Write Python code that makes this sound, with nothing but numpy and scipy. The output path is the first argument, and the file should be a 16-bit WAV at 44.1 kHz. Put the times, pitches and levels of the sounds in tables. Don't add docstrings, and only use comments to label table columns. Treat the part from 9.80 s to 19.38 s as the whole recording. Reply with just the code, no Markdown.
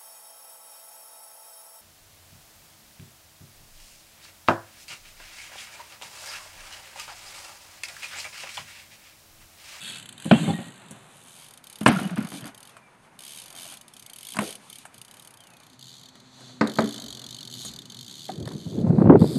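import sys
import numpy as np
from scipy import signal
from scipy.fft import rfft, irfft
from scipy.io import wavfile
from scipy.ndimage import uniform_filter1d

SR = 44100
rng = np.random.default_rng(int(sys.argv[2]) if len(sys.argv) > 2 else 0)


def inscribe(sig):
    pcm = np.round(np.clip(np.atleast_2d(sig).T, -1, 1) * 32767)
    wavfile.write(sys.argv[1], SR, pcm.astype(np.int16))


def linear_from_db(decibels):
    return 10 ** (np.asarray(decibels, float) / 20)


N = 422575


def noise():
    return rng.standard_normal(N)


def walk(rate_hz):
    hold = int(SR / rate_hz)
    steps = np.repeat(rng.standard_normal(N // hold + 1), hold)
    return 1.33 * uniform_filter1d(uniform_filter1d(steps, hold), hold)[:N]


def colour(x, points):
    hz, db = np.transpose(points)
    grid_hz = np.maximum(np.arange(2049) * SR / 4096, 1)
    outline_db = np.interp(np.log(grid_hz), np.log(hz), db, left=db[0] - 20, right=db[-1] - 70)
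    cepstrum = irfft(np.log(linear_from_db(outline_db)))
    cepstrum[1:2048] *= 2
    cepstrum[2049:] = 0
    h = irfft(np.exp(rfft(cepstrum)))
    return signal.oaconvolve(x, h / np.sqrt(np.sum(h ** 2)))[:N]


def ring(x, hz, t60_s):
    r = np.exp(-np.log(1000) / t60_s / SR)
    w = 2 * np.pi * hz / SR
    return signal.lfilter([0, r * np.sin(w)], [1, -2 * r * np.cos(w), r * r], x)


def sing(x, modes):
    return sum(linear_from_db(db) * ring(x, hz, t60_s) * np.sqrt(28 / (t60_s * SR)) for hz, db, t60_s in modes)


def swell_decay(t, rise_s, fall_s):
    return (1 - np.exp(-t / rise_s)) * np.exp(-t / fall_s)


def burst(times_s, gains, rise_s, fall_s):
    spikes = np.zeros(N)
    np.add.at(spikes, np.minimum((np.asarray(times_s) * SR).astype(int), N - 1), gains)
    shape = swell_decay(np.arange(int(8 * fall_s * SR)) / SR, rise_s, fall_s)
    return np.maximum(signal.oaconvolve(spikes, shape / shape.max())[:N], 0)


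def track(table):
    s, *columns = np.transpose(table)
    t = np.arange(N) / SR
    edge = np.minimum(t - s[0], s[-1] - t) / .02
    gate = np.clip(edge + (s[0] <= 0) + (s[-1] > t[-1] - .01), 0, 1)
    return np.where(t < s[0], 0, gate), [np.interp(t, s, c) for c in columns]


def swells(table, wobble):
    out, waver = np.zeros(N), 1 + wobble * walk(150)
    for start_s, length_s, hz, peak_db in table:
        i, k = int(start_s * SR), int(length_s * SR)
        phase = 2 * np.pi * hz * np.cumsum(waver[i:i + k]) / SR
        out[i:i + k] += linear_from_db(peak_db) * np.hanning(k) * np.sin(phase)
    return out


# start_s, end_s
CUTS_S = [
    (1.1, 1.6),
    (5.7, 6.0),
    (9.0, 9.3),
]


def shots():
    t = np.arange(N) / SR
    begun = [np.clip((t - a) / (b - a), 0, 1) for a, b in CUTS_S]
    return -np.diff([np.ones(N)] + begun + [np.zeros(N)], axis=0)


# freq_hz, density_db_per_hz
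YARD = [(200, -29.5), (300, -11), (600, -6.5), (900, -4.5), (2500, -13.5), (3700, -30), (9000, -40),
        (12000, -38.5), (13500, -68)]
# freq_hz, density_db_per_hz
ROLL = [(18, -70.5), (30, -50), (75, -29), (114, 0), (259, -4), (292, -11), (400, -11.5), (520, -49.5),
        (880, -120)]
# time_s, level_db
ROLLING = [(6.65, -59), (7.8, -51), (8.9, -54)]


def yard(roll_db, rush_db):
    gate, (tyre_db,) = track(ROLLING)
    rumble = np.hypot(linear_from_db(roll_db), gate * linear_from_db(tyre_db))
    thrum = colour(noise(), ROLL) * rumble * linear_from_db(0.94 * walk(25))
    rush = sum(colour(noise(), YARD) * linear_from_db(rush_db - 3 + 2 * walk(rate_hz)) for rate_hz in (6, 40))
    return thrum + rush


# time_s, pitch_hz, level_db
BIRD = [
    [(2.86, 2900, -76), (2.95, 2550, -69), (3.11, 2250, -69)],
    [(4.23, 2130, -67), (4.35, 2350, -68)],
    [(4.9, 2130, -66), (5.04, 2400, -68)],
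    [(5.57, 3450, -68), (5.65, 2950, -69), (5.74, 2500, -69), (5.87, 2350, -72)],
]


def bird():
    out = np.zeros(N)
    for call in BIRD:
        gate, (hz, db) = track(call)
        phase = 2 * np.pi * np.cumsum(hz * (1 + .018 * walk(400))) / SR
        out += gate * linear_from_db(db + 5.5 + 3 * walk(60)) * np.sin(phase)
    return out


# time_s, pitch_hz, level_db, octave_db
MOTOR = [(5.9, 126.6, -74, -54), (6.05, 129.4, -49.5, -69.5), (6.3, 128.5, -70, -53),
         (6.65, 127, -47.5, -56), (6.8, 125, -53, -45), (7.3, 123, -48.5, -54), (7.7, 125.9, -50.5, -53.5),
         (8.1, 122.3, -53, -53), (8.4, 123.4, -59, -59)]


def motor():
    gate, (hz, db, octave_db) = track(MOTOR)
    turn = 2 * np.pi * np.cumsum(hz) / SR
    overtones = np.sin(2 * turn) + linear_from_db(-15) * np.sin(3 * turn)
    hum = linear_from_db(db) * np.sin(turn) + linear_from_db(octave_db) * overtones
    return 0.79 * gate * linear_from_db(1.7 * walk(13)) * hum


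# time_s, buffet_db
GUST = [(8.5, -50.5), (8.6, -40.5), (8.76, -42.5), (8.84, -48), (8.88, -40.5), (9.0, -32.5), (9.2, -23.5),
        (9.3, -16.5), (9.39, -20.5), (9.46, -31.5), (9.52, -30), (9.58, -32.5)]
# freq_hz, density_db_per_hz
WIND = [(15, -69), (25, -33.5), (113, -8), (157, -2.5), (291, -10), (325, -7), (700, -28), (910, -53),
        (1540, -120)]
# start_s, length_s, pitch_hz, peak_db
PUFFS = [(8.575, 0.024, 168, -28), (8.612, 0.025, 146, -26), (8.648, 0.042, 169, -29),
         (8.745, 0.021, 180, -24.5), (8.856, 0.027, 214, -22.5), (8.945, 0.033, 205, -33),
         (8.975, .022, 181, -18.5), (9.0, 0.018, 185, -21), (9.035, 0.019, 178, -14),
         (9.06, 0.031, 232, -15), (9.088, 0.03, 215, -7.5), (9.122, 0.021, 200, -18),
         (9.176, 0.023, 188, -8), (9.202, 0.028, 225, -9), (9.238, 0.036, 239, -10),
         (9.262, 0.017, 201, -8), (9.288, 0.033, 253.4, 0), (9.316, 0.024, 241, -4.5),
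         (9.34, 0.024, 264, -5), (9.36, 0.017, 201, -7), (9.404, 0.033, 203.4, -3.5),
         (9.438, 0.0091, 238, -10), (9.548, 0.028, 234, -15.5)]
# time_s, peak_db
FLAPS = [(8.657, -41), (8.864, -46), (8.927, -40), (8.972, -40), (9.006, -39), (9.048, -37), (9.065, -23.5),
         (9.072, -25.5), (9.088, -30), (9.103, -22), (9.126, -25), (9.162, -30), (9.182, -19), (9.197, -23),
         (9.203, -21), (9.213, -17), (9.22, -13), (9.242, -22.5), (9.256, -12.5), (9.272, -12),
         (9.296, -1.5), (9.306, -8), (9.317, -13), (9.322, -9), (9.334, -7.5), (9.354, -5), (9.404, -27),
         (9.414, -18), (9.421, -13.5), (9.441, -23), (9.523, -42), (9.558, -37)]


def wind():
    gate, (gust_db,) = track(GUST)
    buffet = gate * linear_from_db(gust_db + 4.5 + 3.0 * walk(45))
    swing = buffet * colour(noise(), WIND) + swells(PUFFS, 0.301)
    flap_s, flap_db = np.transpose(FLAPS)
    flaps = burst(flap_s, linear_from_db(flap_db - 5.0), 0.0004, 0.0036)
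    flaps = flaps + np.abs(swing) * linear_from_db(-23)
    return swing + colour(flaps * noise(), [(250, -2.5), (500, 21), (1000, 5.5), (2000, -14.5), (4000, -40.5)])


# time_s, pitch_hz, level_db
SCRUB = [
    (4.6, 377.7, -28),
    (4.75, 526, -57.5),
    (4.93, 1337, -58),
]


def scrub():
    gate, (hz, db) = track(SCRUB)
    return gate * linear_from_db(db) * walk(700) * np.sin(2 * np.pi * np.cumsum(hz) / SR)


# start_s, length_s, pitch_hz, peak_db
SWELLS = [(.595, 0.06, 169, -23), (.72, 0.049, 197, -29.5), (2.105, 0.022, 211, -14),
          (2.155, 0.028, 202, -17.5), (2.2, 0.037, 194, -25), (2.245, 0.037, 190, -20),
          (2.3, 0.066, 186, -24.5), (2.376, 0.026, 205, -16), (2.408, 0.014, 220, -24),
          (2.44, 0.02, 183, -25), (2.618, 0.022, 161, -31), (4.628, 0.034, 330, -34),
          (7.02, 0.045, 220, -22), (7.13, 0.085, 211, -40.5), (7.225, 0.039, 227, -38),
          (7.2, 0.19, 64.6, -44), (7.45, 0.12, 63, -48), (7.75, .3, 63.7, -45)]


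def lid():
    return swells(SWELLS, 0.068)


# time_s, pitch_hz, level_db, t60_s
PINGS = [(.522, 2740, -41, 0.35), (0.526, 3060, -39, 0.14), (0.561, 3270, -41, .15),
         (.635, 3670, -40, 0.11), (.648, 3200, -45, 0.11), (.655, 2150, -39, 0.16),
         (.682, 804, -31.5, 0.23), (.7, 3480, -44, .12), (.705, 4330, -51, .15), (.735, 3750, -42, 0.094),
         (0.736, 1886, -38.5, 0.2), (.82, 1890, -53, 0.36), (2.098, 708, -25, 0.079),
         (2.075, 8830, -20.5, 0.023), (2.161, 1397, -21, 0.046), (2.186, 1390, -28.5, 0.058),
         (2.232, 2950, -36, 0.035), (2.245, 2950, -49, 0.19), (2.297, 1450, -43, 0.079),
         (4.567, 1520, -33, 0.03), (4.568, 3260, -32, 0.012), (4.567, 4770, -29, 0.015),
         (2.41, 1390, -43, 0.048), (2.623, 3130, -34, 0.015), (2.642, 4600, -33.5, 0.013),
         (6.81, 1850, -24, 0.05), (6.811, 1500, -20, 0.04), (6.872, 4200, -30, 0.012),
         (6.872, 3400, -33, 0.012), (6.987, 1260, -22, 0.04), (7.857, 6760, -36.5, 0.096),
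         (8.494, 750, -27.5, 0.049), (8.674, 1800, -30, 0.012), (8.674, 3700, -33, 0.015),
         (8.674, 5300, -36, 0.012), (8.675, 520, -33, 0.034)]


def pings():
    out, t = np.zeros(N), np.arange(SR // 4) / SR
    for s, hz, db, t60_s in PINGS:
        decay = linear_from_db(db - 60 * t / t60_s) * (1 - np.exp(-t / 0.0013))
        out[int(s * SR):][:len(t)] += decay * np.sin(2 * np.pi * hz * t)
    return 1.53 * out * linear_from_db(4 * walk(120) + 2.57 * walk(500))


def chimes(rasp):
    out, t = np.zeros(N + SR), np.arange(SR // 10) / SR
    for when, pitch, size in rng.random((700, 3)):
        i = int(when * (N - 1))
        tone = np.sin(2 * np.pi * 700 * 5 ** pitch * t)
        out[i:i + len(t)] += rasp[i] * size * linear_from_db(-60 * t / .12) * tone
    return linear_from_db(-17) * out[:N]


# time_s, peak_db, crack_rel_db, chain_slap_rel_db, ring_time_factor
PEG_BLOWS = [
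    (0.452, -15, -15, -12, 1),
    (0.51, 4, -1.5, -29, 0.66),
    (0.676, -7, -20, -45, 0.92),
    (0.785, -14.5, -14, -38, 0.86),
    (1.107, -29.5, -12, 5, 0.76),
]
LEDGE_BLOWS = [(2.01, -11.5, -17, -31, 1), (2.055, -31, -3, 10, 0.68), (2.0593, 4, 0.5, -20, 0.78),
               (2.0752, -15, -3, 5.5, 0.57), (2.082, 3.5, -16, -38, 0.54), (2.188, -21.5, 2.5, -38, 0.86),
               (2.371, -28, 0, -12, 0.71), (2.517, -22, 3, -19, 0.22), (2.64, -27, 5, -1, 0.3),
               (2.965, -50, 17.5, 13, 0.77), (4.527, -39, -12, -20, 0.4), (4.544, -36.5, 5.5, -5, 1),
               (4.554, -29, -6, 2, 0.6), (4.566, -21, 5, 3, 0.4), (4.586, -11, 3, -6, 0.53),
               (4.605, -26, 0, 3, 0.5), (5.05, -47.5, 15.5, 17, 1)]
RAMP_BLOWS = [(6.35, -41, 1.5, -16, 0.72), (6.604, -43.5, 7, 2, 0.87), (6.809, -0.5, -2, -38, 0.79),
              (6.836, -22, -12, -18, 1), (6.862, -19, -13, -25, 0.8), (6.8705, -37, 6, 10, 0.35),
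              (6.962, -29, -2, -20, 0.5), (6.984, -3.5, -2, -27, 0.89), (7.179, -62, -5, -7, 0.92),
              (7.847, -31.5, -4, 11.5, 0.79), (8.488, -24, -1, -18, 0.83), (8.656, -35, 1, -10, 0.6),
              (8.674, -32, 8, 1, 0.54), (8.711, -43, 11, -5, 0.5)]
BLOWS = [PEG_BLOWS, LEDGE_BLOWS, RAMP_BLOWS]
# pitch_hz, level_db, t60_s
BODIES = [
    [(130, -40, 0.12), (171.7, 3.5, 0.16), (218, 7.5, 0.047), (283.2, -2, 0.19), (397, -18, 0.055),
     (542, -2.5, 0.2), (810, -9.5, 0.25)],
    [(133, -43, 0.89), (174, -13, 0.5), (209, 3.5, 0.16), (269, 2.5, 0.034), (486, -37, 0.085),
     (633, -14, 0.19)],
    [(146, -33, 0.23), (219, 1, 0.21), (288.3, -2, 0.24), (391, -2, 0.032), (509, -4, 0.15),
     (646, -9, 0.22), (1033, -16, 0.15), (1230, -14, 0.24), (1470, -20, 0.15)],
]
# freq_hz, density_db_per_hz
CRACKS = [
    [(350, -47), (600, 9.5), (1770, 1.5), (2020, -2.5), (3090, 1), (6000, -36.5), (7800, -82),
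     (13200, -120)],
    [(350, -35), (600, -0.5), (1630, -3), (1850, -7), (2590, -8.5), (6000, -26.5), (7800, -68),
     (13200, -120)],
    [(150, -33), (350, -5), (600, 1.5), (1900, -6), (2940, -25.5), (4280, -16), (6000, -34), (7800, -33),
     (13200, -120)],
]
# start_s, end_s, drum_db, scrape_db, fade_db over the slide
SLIDES = [
    [(.46, .5, -47, -50, -13), (.56, .92, -31, -37.5, -17.5)],
    [(2.02, 2.055, -34, -59, -24), (2.1, 2.36, -28.5, -31, -10.5), (2.36, 2.52, -26, -30, -20),
     (2.52, 2.645, -43, -47, 0.5), (2.645, 2.71, -41, -40.5, -5), (3.72, 3.97, -62, -57, 1.5)],
    [(4.59, 4.665, -33, -36, -4.5), (4.665, 4.8, -43.5, -48, -11), (6.55, 6.79, -60, -55, -4),
     (7.05, 7.5, -43, -48, -8), (7.5, 8.4, -59.5, -58.5, -7)],
]
# drum_rel_db, scrape_rel_db, fall_s
SHUDDER = [
    (-13.5, -45, 0.018),
    (-22, -35.5, 0.02),
    (-17, -33, 0.036),
]
# pitch_hz, level_db, t60_s
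LOOSE = [(783, -21.5, 0.026), (1463, -25, 0.41), (2200, -26.5, 0.14), (2950, -20, 0.18), (3620, -35, 0.096)]


def grind():
    drum, rattle, shaking = np.zeros(N), np.zeros(N), np.zeros(N)
    for slides, blows, shudder, body, crack in zip(SLIDES, BLOWS, SHUDDER, BODIES, CRACKS):
        shake_db, rasp_db, fall_s = shudder
        blow_s, blow_db = np.transpose(blows)[:2]
        after = burst(blow_s, linear_from_db(blow_db), 0.0051, fall_s)
        shake, rasp = linear_from_db(shake_db) * after, linear_from_db(rasp_db) * after
        for start_s, end_s, drum_db, scrape_db, fade_db in slides:
            gate, (db,) = track([(start_s, 0), (end_s - .03, fade_db), (end_s, fade_db)])
            shake = shake + gate * linear_from_db(drum_db + db)
            rasp = rasp + gate * linear_from_db(scrape_db + db)
        drum += sing(noise() * shake * linear_from_db(-7.5 + 2.75 * walk(30)), body[:4])
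        shaking += rasp
        grain = linear_from_db(3 * walk(150) + 1.5 * walk(30))
        rattle += colour(noise() * rasp * grain * linear_from_db(-3.5), crack)
    drum = signal.sosfilt(signal.butter(2, 125, "high", fs=SR, output="sos"), drum)
    return drum + rattle + chimes(shaking) + linear_from_db(-3.5) * sing(rattle, LOOSE)


def knocks():
    out, slap = np.zeros(N), np.zeros(N)
    push = np.hanning(int(0.00043 * SR))
    t = np.arange(SR // 2) / SR
    for blows, body, crack in zip(BLOWS, BODIES, CRACKS):
        hz, db, t60_s = np.transpose(body)[:, :, None]
        contact = np.zeros(N)
        for s, peak_db, hard_db, slap_db, hold in blows:
            mix, detune = rng.standard_normal((2, len(body), 1))
            tilt_db = 0.17 * min(hard_db, 0) * np.log2(hz / 200.)
            decay = linear_from_db(db + 1.7 * mix + tilt_db - 60 * t / (t60_s * hold))
            modes = decay * np.sin(2 * np.pi * hz * (1 + 0.0092 * detune) * t)
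            thud = np.convolve(modes.sum(axis=0), push)
            out[int((s + .0018) * SR):][:len(thud)] += linear_from_db(peak_db - 7.0) * thud / np.abs(thud).max()
            i = int((s + 0.0016) * SR)
            snap = linear_from_db(-6.0) * swell_decay(t, 0.00081, 0.0046 * hold)
            tail = linear_from_db(-23.0) * swell_decay(t, .0015, 0.045 * hold)
            contact[i:i + len(t)] += linear_from_db(peak_db + hard_db) * (snap + tail)
            slap[i:i + len(t)] += linear_from_db(peak_db + slap_db - 13.0) * swell_decay(t, 0.00098, 0.011 * hold)
        out += colour(noise() * contact, crack)
    out = signal.sosfilt(signal.butter(2, 120, "high", fs=SR, output="sos"), out)
    return out + colour(noise() * slap, [(5500, -7.5), (9000, 5.0), (12000, -10.0), (15000, -22.0)])


# pitch_hz, level_db, t60_s
HUB_BUZZ = [(2655, -2.5, 0.04), (3000, -8, 0.018), (3340, 1, .03), (3650, -3, 0.029), (4380, -7.5, 0.038)]
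# time_s, level_db
BUZZ = [(0, -50), (.05, -46.5), (.16, -49), (.22, -60.5)]


def buzz():
    gate, (db,) = track(BUZZ)
    return sing(noise() * gate * linear_from_db(db + 2.3 * walk(120)), HUB_BUZZ)


# first_tick_s, last_tick_s, teeth, slowing (-1..1)
COASTS = [(.006, .197, 17, .2), (.226, .325, 3, .1), (.378, .494, 5, .1), (.54, .883, 30, .2),
          (.903, 1.188, 13, .25), (1.207, 1.643, 38, 0), (1.663, 1.774, 4, .4), (1.84, 1.985, 5, 0),
          (2.008, 2.031, 1, 0), (2.106, 2.23, 10, .3), (2.251, 2.306, 2, .35), (2.358, 2.47, 5, 0),
          (2.487, 2.516, 2, 0), (2.527, 2.581, 5, 0), (2.607, 2.655, 1, 0), (2.667, 2.676, 1, 0),
          (2.746, 2.893, 6, -.25), (3.39, 3.598, 15, -.1), (3.617, 3.75, 6, .1), (3.762, 3.921, 14, 0),
          (3.938, 4.08, 3, .6), (4.136, 4.224, 3, 0), (4.262, 4.333, 2, 0), (4.36, 4.536, 9, -.25),
          (4.61, 4.753, 10, .6), (4.899, 4.984, 3, 0), (5.142, 5.473, 11, -.22), (5.506, 5.931, 13, 0),
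          (5.992, 6.081, 6, -.2), (6.092, 6.195, 8, .15), (6.212, 6.286, 3, .25), (6.354, 6.4, 1, 0),
               (6.872, 7.02, 8, -.25), (7.041, 7.089, 3, 0), (7.107, 7.199, 5, .1), (7.219, 7.488, 12, .08),
               (7.507, 7.699, 9, .15), (7.711, 7.888, 20, -.4), (7.913, 8.099, 6, .4),
               (8.12, 8.464, 22, -.4), (8.482, 8.654, 8, .3), (8.673, 8.779, 7, 0), (8.79, 9.011, 20, .05),
               (9.393, 9.577, 20, -.15)]


def ticks():
    u = np.linspace(0, 1, 200)
    spells = []
    for first_s, last_s, teeth, slowing in COASTS:
        passed = u + slowing * u * (1 - u)
        spells.append(first_s + (last_s - first_s) * np.interp(np.linspace(0, 1, teeth + 1), passed, u))
    return np.concatenate(spells)


# pitch_hz, level_db, t60_s
PAWLS = [(3089, -18.5, 0.027), (3586, -21, 0.021), (4480, -31, 0.05), (4860, -26, 0.036),
         (6531, -24, 0.025), (8104, -24, 0.018), (8810, -24.5, 0.018), (9690, -25, 0.028),
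         (10530, -21, 0.018), (11460, -19, 0.019), (13000, -17.5, .02)]


def pawls(tick_s, gain):
    out, t = np.zeros(N + SR), np.arange(SR // 40) / SR
    hz, db, t60_s = np.transpose(PAWLS)[:, :, None]
    for when_s, size in zip(tick_s, gain):
        mix, detune = rng.standard_normal((2, len(PAWLS), 1))
        phase = 2 * np.pi * hz * (1 + .035 * detune) * t + 9 * mix
        modes = linear_from_db(db + 2.5 * mix - 60 * t / t60_s) * np.sin(phase)
        out[int(when_s * SR):][:len(t)] += size * (1 - np.exp(-t / 0.0013)) * modes.sum(axis=0)
    return out[:N] * linear_from_db(1.7 * walk(900))


# freq_hz, density_db_per_hz
HUBS = [
    [(1290, -1), (2200, -8), (2630, -3), (3260, -3.5), (3960, 0), (4480, -7.5), (5400, -26.5),
     (6260, -10.5), (7870, -1), (10900, -10), (15500, -30.5)],
    [(1180, -26), (2000, -14), (2310, -5), (2890, -7), (3150, -4.5), (3870, -3), (5790, -8.5), (6360, -3),
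     (7550, -8.5), (8810, 0), (11900, -5.5), (15500, -34)],
    [(1350, -27), (2300, -22), (2720, -20), (3050, -13), (3540, -5), (4320, -1), (5150, -17), (6440, -7.5),
     (8940, -17), (11900, -20), (15500, -34)],
    [(1650, -41), (2800, -24), (3570, -0.5), (4660, 1), (5810, -14.5), (7960, -4.5), (13700, -14),
     (15500, -50)],
]
# time_s, tick_db
HUB_NEAR = [(0, -37.5), (.3, -37), (1.08, -49), (1.21, -59.5), (1.6, -46.5), (1.98, -37.5), (2.3, -40.5),
            (2.55, -39), (2.9, -44), (3.4, -38), (4.25, -39), (4.52, -34), (4.9, -36.5), (5.93, -50.5),
            (6.02, -42), (6.4, -44), (6.87, -33), (7.02, -32.5), (7.9, -36), (8.5, -38.5), (9.05, -50.5),
            (9.39, -41.5)]
# start_s, end_s, whirr_db
PEDALS = [
    (0, 0.14, -53),
    (2.09, 2.36, -56),
    (0.4, 0.8, -45),
    (4.5, 5.2, -60),
    (6.5, 6.84, -54.5),
]


def freewheel(share, floor_db, spin_db):
    tick_s = ticks()
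    near_s, near_db = np.transpose(HUB_NEAR)
    gain = linear_from_db(np.interp(tick_s, near_s, near_db) + 1.7 * rng.standard_normal(len(tick_s)))
    snap = burst(tick_s, gain * linear_from_db(-9.5), 0.00094, 0.0032)
    hiss = burst(tick_s, gain * linear_from_db(-29.0), 0.0021, 0.021)
    speed = burst(tick_s, 1, .01, .025) / 4
    flutter = linear_from_db(2 * walk(30))
    spin = linear_from_db(floor_db) + linear_from_db(spin_db + np.interp(np.arange(N) / SR, near_s, near_db)) * speed ** 2
    for start_s, end_s, db in PEDALS:
        i, j = int(start_s * SR), int(end_s * SR)
        spin[i:j] += linear_from_db(db) * np.sqrt(np.hanning(j - i))
    whirr = colour(noise(), [(1500, -2.5), (8500, -9.0), (13000, -13.5), (16000, -22.5)])
    whirr = whirr * spin * flutter * linear_from_db(-8.0)
    drive = linear_from_db(3.0) * (noise() * (snap + hiss) + whirr)
    drive = drive + linear_from_db(13.5) * pawls(tick_s, gain) + linear_from_db(-0.5) * sing(whirr, PAWLS)
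    return sum(colour(drive * np.sqrt(part), hub) for part, hub in zip(share, HUBS))


# rumble_db, leaves_road_db, whirr_floor_db, whirr_rel_db at 100 ticks a second
SHOTS = [
    (-54.5, -57, -55, -18.5),
    (-62.5, -59, -65, -7),
    (-61, -61, -61, -16),
    (-50, -52, -62, -6.5),
]


def scene():
    share = shots()
    roll_db, rush_db, floor_db, spin_db = np.transpose(SHOTS) @ share
    background = yard(roll_db, rush_db) + bird() + motor() + wind()
    bike = scrub() + lid() + pings() + grind() + knocks() + buzz() + freewheel(share, floor_db, spin_db)
    return (background + bike)[None]


def low_pass(x):
    return signal.sosfilt(signal.butter(12, 16160, fs=SR, output="sos"), x)


def record(dry):
    mix = signal.sosfilt(signal.butter(4, 90, "high", fs=SR, output="sos"), dry)
    mix = mix / (1 + np.abs(mix) ** 4) ** (1 / 4)
    mix = mix + linear_from_db(-73.5) * colour(noise(), [(15, -6.5), (30, -13.5), (75, -15.5), (100, 0.5)])
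    return low_pass(np.clip(mix, -.99, .99))


dry = scene()
out = record(dry)
inscribe(out)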